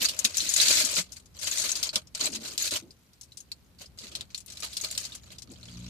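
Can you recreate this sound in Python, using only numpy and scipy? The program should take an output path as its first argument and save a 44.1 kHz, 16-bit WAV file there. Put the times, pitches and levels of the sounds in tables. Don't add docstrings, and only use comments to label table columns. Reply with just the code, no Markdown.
import sys
import numpy as np
from scipy import signal
from scipy.fft import rfft, irfft
from scipy.io import wavfile
from scipy.ndimage import uniform_filter1d

SR = 44100
rng = np.random.default_rng(int(sys.argv[2]) if len(sys.argv) > 2 else 0)


def persist_wave(psi):
    counts = np.round(np.clip(psi, -1, 1) * 32767).astype(np.int16)
    wavfile.write(sys.argv[1], SR, np.atleast_2d(counts).T)


N = 259969
TIME = np.arange(N) / SR

# (frequency [Hz], relative level per hertz [dB])
FOIL_SPECTRUM = [(880, -39.5), (1500, -9), (1850, -9.5), (2230, -3.5), (2730, -5.5), (3310, -6.5),
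                 (4290, 3.5), (5300, -3), (6550, -1.5), (8330, -7), (9540, -12.5), (13900, -11.5),
                 (15000, -114)]
# (frequency [Hz], left-right level difference [dB])
SIDE_BALANCE = [(400, 6.5), (1000, -3), (2200, 5), (4200, -9), (6000, 10), (8500, 14.5), (13000, 3)]

ATTACK_S, SWELL_DB, RELEASE_DB_PER_S = 0.0096, 3, 547


def from_db(db):
    return 10 ** (np.asarray(db) / 20)


def rms_one(x):
    return x / np.sqrt(np.mean(x ** 2) + 1e-20)


def in_time(rows):
    s, *columns = np.transpose(rows)
    return [np.interp(TIME, s, column) for column in columns]


def at_hz(points, hz):
    frequencies, levels = np.transpose(points)
    return np.interp(np.log(hz), np.log(frequencies), levels)


def panned(db):
    return from_db(np.array([[db], [-db]]) / 2)


def band(x, low, high):
    sos = signal.butter(2, [low, min(high, SR / 2 - 100)], "band", fs=SR, output="sos")
    return signal.sosfilt(sos, x + 1e-18)


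def drift(rate):
    step = 20
    pole = np.exp(-2 * np.pi * rate * step / SR)
    noise = rng.standard_normal(N // step + 2002)
    slow = signal.lfilter([1], [1, -2 * pole, pole * pole], noise)[2000:]
    return np.interp(np.arange(N) / step, np.arange(len(slow)), rms_one(slow))


def add(out, s, sound):
    start = max(0, round(s * SR))
    out[:, start:start + sound.shape[1]] += sound[:, :max(0, N - start)]


def background(alike_below_hz=450, hiss_db=-69):
    # (frequency [Hz], relative level per hertz [dB])
    cabin_spectrum = [(25, -24), (40, -15.5), (62, 0), (85, -1.5), (125, -10), (180, -9), (370, -18),
                      (800, -22), (2400, -24.5), (4200, -25.5), (8000, -30.5), (14000, -28), (15500, -54.5)]
    # (time [s], level [dB])
    rumble_level = [(0.0, -58), (2.75, -58.5), (3.05, -64.5), (4.15, -56.5), (4.35, -59.5), (5.89, -53.5)]
    hz = np.maximum(np.arange(N // 2 + 1) * SR / N, 1)
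    mid, side = rfft(rng.standard_normal((2, N)))
    high = hz ** 2 / (hz ** 2 + alike_below_hz ** 2)
    stereo = mid + (0.4 + 0.54 * high) * side * [[1], [-1]]
    noise = stereo * from_db(at_hz(cabin_spectrum, hz))
    rumble = from_db(in_time(rumble_level)[0]) * rms_one(irfft(noise * (1 - high), N))
    hiss = from_db(hiss_db) * rms_one(irfft(noise * high, N))
    return rumble + hiss


def engine(waver=.012, throb_db=2.3):
    # (time [s], mean firing rate [Hz], reference level [dB])
    hum = [(0, 62.3, -68), (3.0, 62.77, -68.5), (5.4, 60.97, -60.5), (5.6, 60.9, -54), (5.78, 59.7, -43.5),
           (5.89, 61, -43)]
    # (multiple of the firing rate, relative level [dB])
    harmonics = [(1, -4.5), (2, -1.5), (3, -5.5), (4, -10.5), (5, -22), (6, -25)]
    hz, level_db = in_time(hum)
    turn = 2 * np.pi * np.cumsum(hz * (1 + waver * drift(5))) / SR
    tone = np.zeros(N)
    for multiple, db in harmonics:
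        start_phase = rng.uniform(0, 2 * np.pi)
        tone += from_db(db + throb_db * drift(7)) * np.sin(round(multiple) * turn + start_phase)
    return panned(0.86) * from_db(level_db) * tone


def pressed(rows):
    power = np.zeros((len(rows[0]) - 2, N))
    t = TIME[:SR // 2]
    for start_s, length_s, *levels_db in rows:
        closing = np.clip(t / ATTACK_S, 0, 1)
        swell_db = SWELL_DB * (np.clip(t / length_s, 0, 1) - .5)
        release_db = RELEASE_DB_PER_S * np.maximum(t - length_s, 0)
        envelope = closing * from_db(swell_db - release_db)
        add(power, start_s, np.outer(from_db(levels_db), envelope) ** 2)
    return np.sqrt(power)


def hands(flex, grip_rub_db=-11, grip_thud_db=-13, bump_db=-3, bump_t60=0.068, bump_rise_s=0.012):
    # (start [s], length [s], level [dB])
    slides = [(0.37, 0.1, -53.5), (2.2, 0.22, -52), (2.42, 0.2, -59), (2.815, 0.082, -53.5),
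              (4.0, 0.2, -61.5), (5.475, 0.057, -54.5)]
    # (time [s], relative level [dB], frequency [Hz])
    bumps = [(0.014, -28, 211), (0.244, -22.5, 228), (0.752, -32, 263), (0.836, -26, 246),
             (0.978, -20.5, 174), (0.992, -20.5, 182), (1.959, -27, 208), (2.363, -25, 226),
             (2.39, -28, 220), (2.822, -30.5, 330), (4.031, -32.5, 220), (5.493, -29, 250),
             (5.515, -38, 320)]
    mid, side = rng.standard_normal((2, N))
    stereo = mid + .45 * side * np.array([[1], [-1]])
    rubbing = rms_one(band(stereo * from_db(2.5 * drift(25)), 170, 380))
    jostling = rms_one(band(mid, 70, 190))
    rub_gain = pressed(slides) + from_db(grip_rub_db) * flex
    out = rub_gain * rubbing + from_db(grip_thud_db) * flex * jostling
    t = np.arange(SR // 5) / SR
    for s, level_db, hz in bumps:
        decay = from_db(level_db + bump_db - 60 * t / bump_t60)
        bump = np.sin(2 * np.pi * hz * t) * (1 - np.exp(-t / bump_rise_s)) * decay
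        add(out, s, panned(1.2) * bump)
    return out


def reflections(t60, first_s, shared_hz=700):
    t = np.arange(SR // 6) / SR
    mid, side = rng.standard_normal((2, len(t)))
    side = signal.sosfilt(signal.butter(1, shared_hz, "high", fs=SR, output="sos"), side)
    onset = np.clip(t / first_s - .5, 0, 1)
    tail = (mid + side * np.array([[1], [-1]])) * from_db(-60 * t / t60) * onset
    return tail / np.sqrt(np.sum(tail ** 2, axis=1, keepdims=True))


def cabin(x, t60=0.053, wet_db=0.0, first_s=0.00096, count=7):
    wet = 0
    spot = TIME / .008
    for k in range(count):
        share = np.clip(1 - np.abs((spot - k + 1) % count - 1), 0, 1)
        from_spot = x * np.sin(np.pi / 2 * share)
        wet = wet + signal.oaconvolve(from_spot, reflections(t60, first_s), axes=1)[:, :N]
    return (x + from_db(wet_db) * wet) / np.sqrt(1 + from_db(2 * wet_db))


def aimed(x, treble_hz=8000):
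    # (time [s], top-treble gain [dB], left-right level difference [dB])
    aim = [(0.1, -0.5, -1), (0.7, -2.5, 0.5), (1.5, 1, 0.5), (2.1, -4.5, -1), (2.7, 3, -0.5),
           (3.5, 4, -1.5), (4.3, -9.5, -1), (4.8, 1, -2), (5.8, -9.5, -0.5)]
    treble_db, pan_db = in_time(aim)
    dull = signal.sosfilt(signal.butter(1, treble_hz, fs=SR, output="sos"), x)
    brightened = dull + from_db(treble_db) * (x - dull)
    return brightened * from_db(pan_db * np.array([[.5], [-.5]]))


def creases(per_s, spread_db, clump_db):
    born = rng.random(N) < per_s / SR
    sizes = from_db(spread_db * np.minimum(rng.exponential(1, N), 4) + clump_db * drift(47))
    clicks = born * sizes * rng.choice([-1, 1], N)
    local_power = np.maximum(uniform_filter1d(clicks ** 2, size=1600), 0)
    return clicks / np.sqrt(local_power + 1e-4)


def radiate(clicks, spectrum, edges, alike, vary_db):
    at = np.flatnonzero(clicks)
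    alike = np.clip(alike, 0, 1)
    out, power = np.zeros((2, N)), 0
    for low, high in zip(edges, edges[1:]):
        hz = np.sqrt(low * high)
        mid, side, size = rng.standard_normal((3, N), dtype=np.float32)[:, at]
        stereo = np.sqrt(1 + alike) * mid + np.sqrt(1 - alike) * side * [[1], [-1]]
        drive = np.zeros((2, N))
        drive[:, at] = clicks[at] * from_db(vary_db * size) * stereo
        gain = from_db(at_hz(spectrum, hz)) * np.sqrt(high - low)
        out += gain * panned(at_hz(SIDE_BALANCE, hz)) * rms_one(band(drive, low, high))
        power += gain ** 2
    return out / np.sqrt(power)


def tinkle(per_s=110, t60=0.0076, spread_db=6.0, pan_spread_db=2.5, lift_db=7.0):
    out, t = np.zeros((2, N)), np.arange(SR // 50) / SR
    slot = 40
    chance, pitch, size, side, phase = rng.random((5, N // slot))
    for k in np.flatnonzero(chance < per_s * slot / SR):
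        hz = 2600 * 5 ** pitch[k]
        level_db = at_hz(FOIL_SPECTRUM, hz) + lift_db * pitch[k] - spread_db * np.log(size[k] + 0.062)
        tone = np.sin(2 * np.pi * (hz * t + np.array([[0], [phase[k]]])))
        ring = tone * (1 - np.exp(-t / .0002)) * from_db(level_db - 60 * t / t60)
        pan_db = at_hz(SIDE_BALANCE, hz) + pan_spread_db * (2 * side[k] - 1)
        add(out, k * slot / SR, panned(pan_db) * ring)
    return rms_one(out)


def crackle(fine, flex, fine_db=0.5, per_s=900, rate_growth=.45, clicks_db=-2.5, tinkle_db=-8.5):
    # (frequency [Hz], relative level per hertz [dB])
    sheet_spectrum = [(370, -4.5), (450, -7.5), (540, 7.5), (630, 5.5), (760, -6), (1000, -2.5), (1400, 4),
                      (1800, -14), (2400, -1), (3300, 3.5)]
    held_crackle_db, held_flex_db = -73.5, -81
    fine = from_db(fine_db) * fine + from_db(held_crackle_db)
    flex = flex + from_db(held_flex_db)
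    rate = per_s * (fine / from_db(-40)) ** rate_growth
    clicks = creases(rate, spread_db=3.0, clump_db=2.0)
    treble_edges, low_edges = np.geomspace(1300, 14900, 20), np.geomspace(360, 3400, 16)
    treble = radiate(clicks, FOIL_SPECTRUM, treble_edges, alike=0.017, vary_db=3.0)
    body = radiate(clicks, sheet_spectrum, low_edges, alike=0.26, vary_db=4.0)
    return fine * (from_db(clicks_db) * treble + from_db(tinkle_db) * tinkle()) + flex * body


def snaps(ring_t60=.015, overtone=1.72, overtone_db=-15, ring_db=-5, ear_phase=1.36, wobble=0.046,
          flip_db=-15.0, flip_s=0.00012, crack_db=-3, crack_t60=0.0082, spike_db=3, spike_t60=0.0025,
          run_db=-10, run_lumps_db=5.0, rise_share=0.069, skirt=0.68, top_db=-15, mid_db=-13, low_db=-19):
    # (time [s], relative level [dB], mean ring frequency [Hz],
    # ring level offset [dB], decay time constant of the run of clicks [s])
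    facets = [(0.0856, -9.5, 3850, -9, 0.014), (0.19, -12, 6760, 1.5, 0.0047),
              (0.2446, -13.5, 6230, 6.5, 0.01), (0.2484, -3.5, 3370, -7, 0.0074),
              (0.37, -13.5, 6970, 7, 0.0042), (0.3811, -15.5, 5830, 10, 0.0033),
              (0.404, -13.5, 4420, 6, 0.031), (0.4913, -16, 6840, 10, 0.041),
              (0.5383, -10.5, 6650, 5, 0.012), (0.563, -11, 6650, 6, 0.012),
              (0.613, -11.5, 6100, -2, 0.0035), (0.671, -14, 4770, -21, .011),
              (0.683, -4, 4370, -1.5, 0.009), (0.7084, -9.5, 6900, 2, .013), (0.7224, -21, 4330, -4, 0.014),
              (0.8491, -10.5, 6800, -11, 0.014), (0.9147, -24, 7800, 5, 0.0088),
              (0.952, -16, 5600, -6, .011), (1.1201, -26.5, 6400, -5, 0.012),
              (1.258, -42.5, 6030, -2, .008), (1.3897, -29, 5770, 4, 0.022),
              (1.4139, -26, 5000, -13, 0.011), (1.5822, -14.5, 6040, 1, 0.013),
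              (1.5988, -21, 6770, 8.5, 0.035), (1.717, -18.5, 6130, 12.5, 0.0052),
              (1.7542, -12.5, 4800, -1, 0.016), (1.829, -6.5, 4730, -13, .011),
              (1.891, -37, 4400, 27.5, .01), (1.957, -7, 4190, -5, 0.0039), (2.0716, -40, 5300, 3, .006),
              (2.149, -16.5, 4880, -15, 0.0065), (2.2055, -18, 4470, -12, .015),
              (2.257, -23, 8100, 11.5, 0.0059), (2.319, -32, 7100, -11, .018),
              (2.3584, -18, 4260, -27, 0.0054), (2.578, -11, 4640, -2, 0.0048),
              (2.7085, -18, 4400, -9, 0.011), (2.9069, -44, 4940, 9.5, 0.016),
              (3.133, -46.5, 4470, -4, 0.0064), (3.2117, -33.5, 6050, 4.5, 0.0061),
              (3.232, -39, 5650, 3, 0.013), (3.32, -43.5, 4000, 10, 0.018), (3.3711, -31.5, 5830, 0, 0.014),
              (3.404, -37.5, 6600, 8.5, 0.01), (3.5174, -27, 4350, 11, 0.0034),
              (3.859, -43, 4870, 10, .011), (3.9873, -25, 4700, 3, 0.011), (4.116, -29.5, 3420, -14, 0.014),
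              (4.152, -16, 4150, 3.5, 0.01), (4.2089, -19.5, 3710, 0.5, 0.0035),
              (4.346, -20, 4530, 5, .012), (4.3775, -24, 6940, 2, 0.007), (4.403, -31, 6400, -16, 0.0087),
              (4.4612, -36.5, 10000, 0, 0.0064), (4.4805, -34, 6900, -5, .007),
              (4.501, -27, 5260, -17, 0.0044), (4.521, -28, 6700, -15, 0.0074),
              (4.5715, -25.5, 4000, 0, 0.0064), (4.6028, -27, 7500, -15, 0.0059),
              (4.7304, -23, 4120, -12, 0.013), (4.7684, -14, 5170, -6, 0.0071), (4.812, -23, 6600, 5, 0.01),
              (4.8463, -17.5, 4460, 4, 0.004), (4.9122, -23, 7380, 4.5, 0.0025),
              (4.9769, -9, 5300, -24, 0.0042), (5.003, -23, 6600, -12, 0.0051),
              (5.051, -20, 4900, -2, 0.012), (5.1207, -30, 3730, 5, 0.022), (5.1515, -26, 7250, 0, 0.0045),
              (5.384, -26.5, 4910, -12, 0.0094), (5.4208, -23, 5550, -26, 0.0059),
              (5.5165, -36, 7200, -10, 0.0085), (5.63, -37, 4190, 10, 0.014), (5.685, -38, 3400, 6, 0.016)]
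    centred_hz, left_db_per_octave = 3450, 10
    out, t = np.zeros((2, N)), np.arange(SR // 12) / SR
    phase = np.array([[0], [ear_phase]])
    for s, level_db, hz, ping_db, run_s in facets:
        pan_db = left_db_per_octave * np.log2(hz / centred_hz)
        white = rng.choice([-1, 1], (2, 2, len(t)))
        lumps, bend = np.repeat(rng.standard_normal((2, len(t))), 30, axis=1)[:, :len(t)]

        turn = 2 * np.pi * np.cumsum(hz * (1 + wobble * bend)) / SR
        ring = np.sin(turn - phase) + from_db(overtone_db) * np.sin(overtone * turn + phase)
        ring *= from_db(ring_db + ping_db - 60 * t / ring_t60) * (1 - np.exp(-t / 0.0001))
        flip_shape = (t / flip_s) * np.exp(1 - t / flip_s)
        ring += from_db(flip_db) * np.sin(turn - phase) * flip_shape

        run = from_db(run_db + run_lumps_db * np.minimum(lumps, 1.5)) * np.exp(-t / max(run_s, .001))
        spike = from_db(spike_db - 60 * t / spike_t60)
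        crack_decay = from_db(crack_db - 60 * t / crack_t60)
        rise = 1 - np.exp(-t / max(rise_share * run_s, .0001))
        own, wide = white * rise * (spike + crack_decay + run)

        crack = band(own, hz * 0.76, hz * 1.48) + skirt * band(wide, 3300, 9420)
        crack += from_db(top_db) * band(own, 12000, 14200)
        body = from_db(mid_db) * band(wide, 2600, 2700) + from_db(low_db) * band(wide, 640, 1300)
        add(out, s, from_db(level_db) * (panned(pan_db) * (ring + crack) + panned(-3.5) * body))
    return out


def scene():
    # (start [s], length [s],
    # relative drive of the fine crackle [dB], drive of the flexing sheet [dB])
    grips = [(0.0, 0.052, -24.5, -41.5), (0.06, .27, -42.5, -51), (0.24, 0.013, -31, -45),
             (0.335, 0.2, -33, -52.5), (0.555, 0.26, -21.5, -41), (0.598, 0.021, -21, -53),
             (0.693, 0.015, -27.5, -35), (0.81, 0.13, -31.5, -44.5), (0.955, 0.032, -22.5, -36),
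             (1.05, .09, -62.5, -66.5), (1.15, 0.022, -46.5, -64), (1.34, 0.099, -52.5, -58.5),
             (1.41, .3, -31.5, -48.5), (1.462, 0.011, -31.5, -43), (1.63, .025, -34, -41.5),
             (1.72, .16, -38.5, -49), (1.845, 0.016, -39, -65), (1.925, 0.023, -36, -44.5),
             (1.953, 0.0092, -32.5, -36.5), (2.141, 0.037, -41.5, -53.5), (2.19, 0.08, -30, -41.5),
             (2.32, 0.036, -36, -49), (2.39, 0.16, -45, -54), (2.425, .06, -38, -52.5),
             (2.585, 0.09, -30, -49), (2.71, 0.05, -30, -40), (3.782, 0.014, -51.5, -68),
             (3.805, 0.0116, -41, -49.5), (3.965, 0.012, -54, -65), (4.0, 0.079, -44.5, -57.5),
             (4.1, 0.124, -55, -58), (4.29, 0.028, -56, -69), (4.47, 0.27, -48.5, -61.5),
             (4.62, 0.023, -31.5, -42), (4.75, 0.3, -41.5, -56), (4.825, 0.018, -34.5, -42.5),
             (5.06, 0.11, -50.5, -59), (5.22, .13, -56, -64), (5.3, 0.023, -47.5, -59),
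             (5.47, 0.19, -58.5, -67.5), (5.63, 0.25, -52, -63)]
    fine, flex = pressed(grips)
    foil = cabin(aimed(crackle(fine, flex) + snaps()))
    return foil + hands(flex) + background() + engine()


def record(dry):
    rounded = .7 * np.tanh(dry / .7)
    return signal.sosfilt(signal.ellip(10, .1, 80, 15500, fs=SR, output="sos"), rounded)


dry = scene()
out = record(dry)
persist_wave(out)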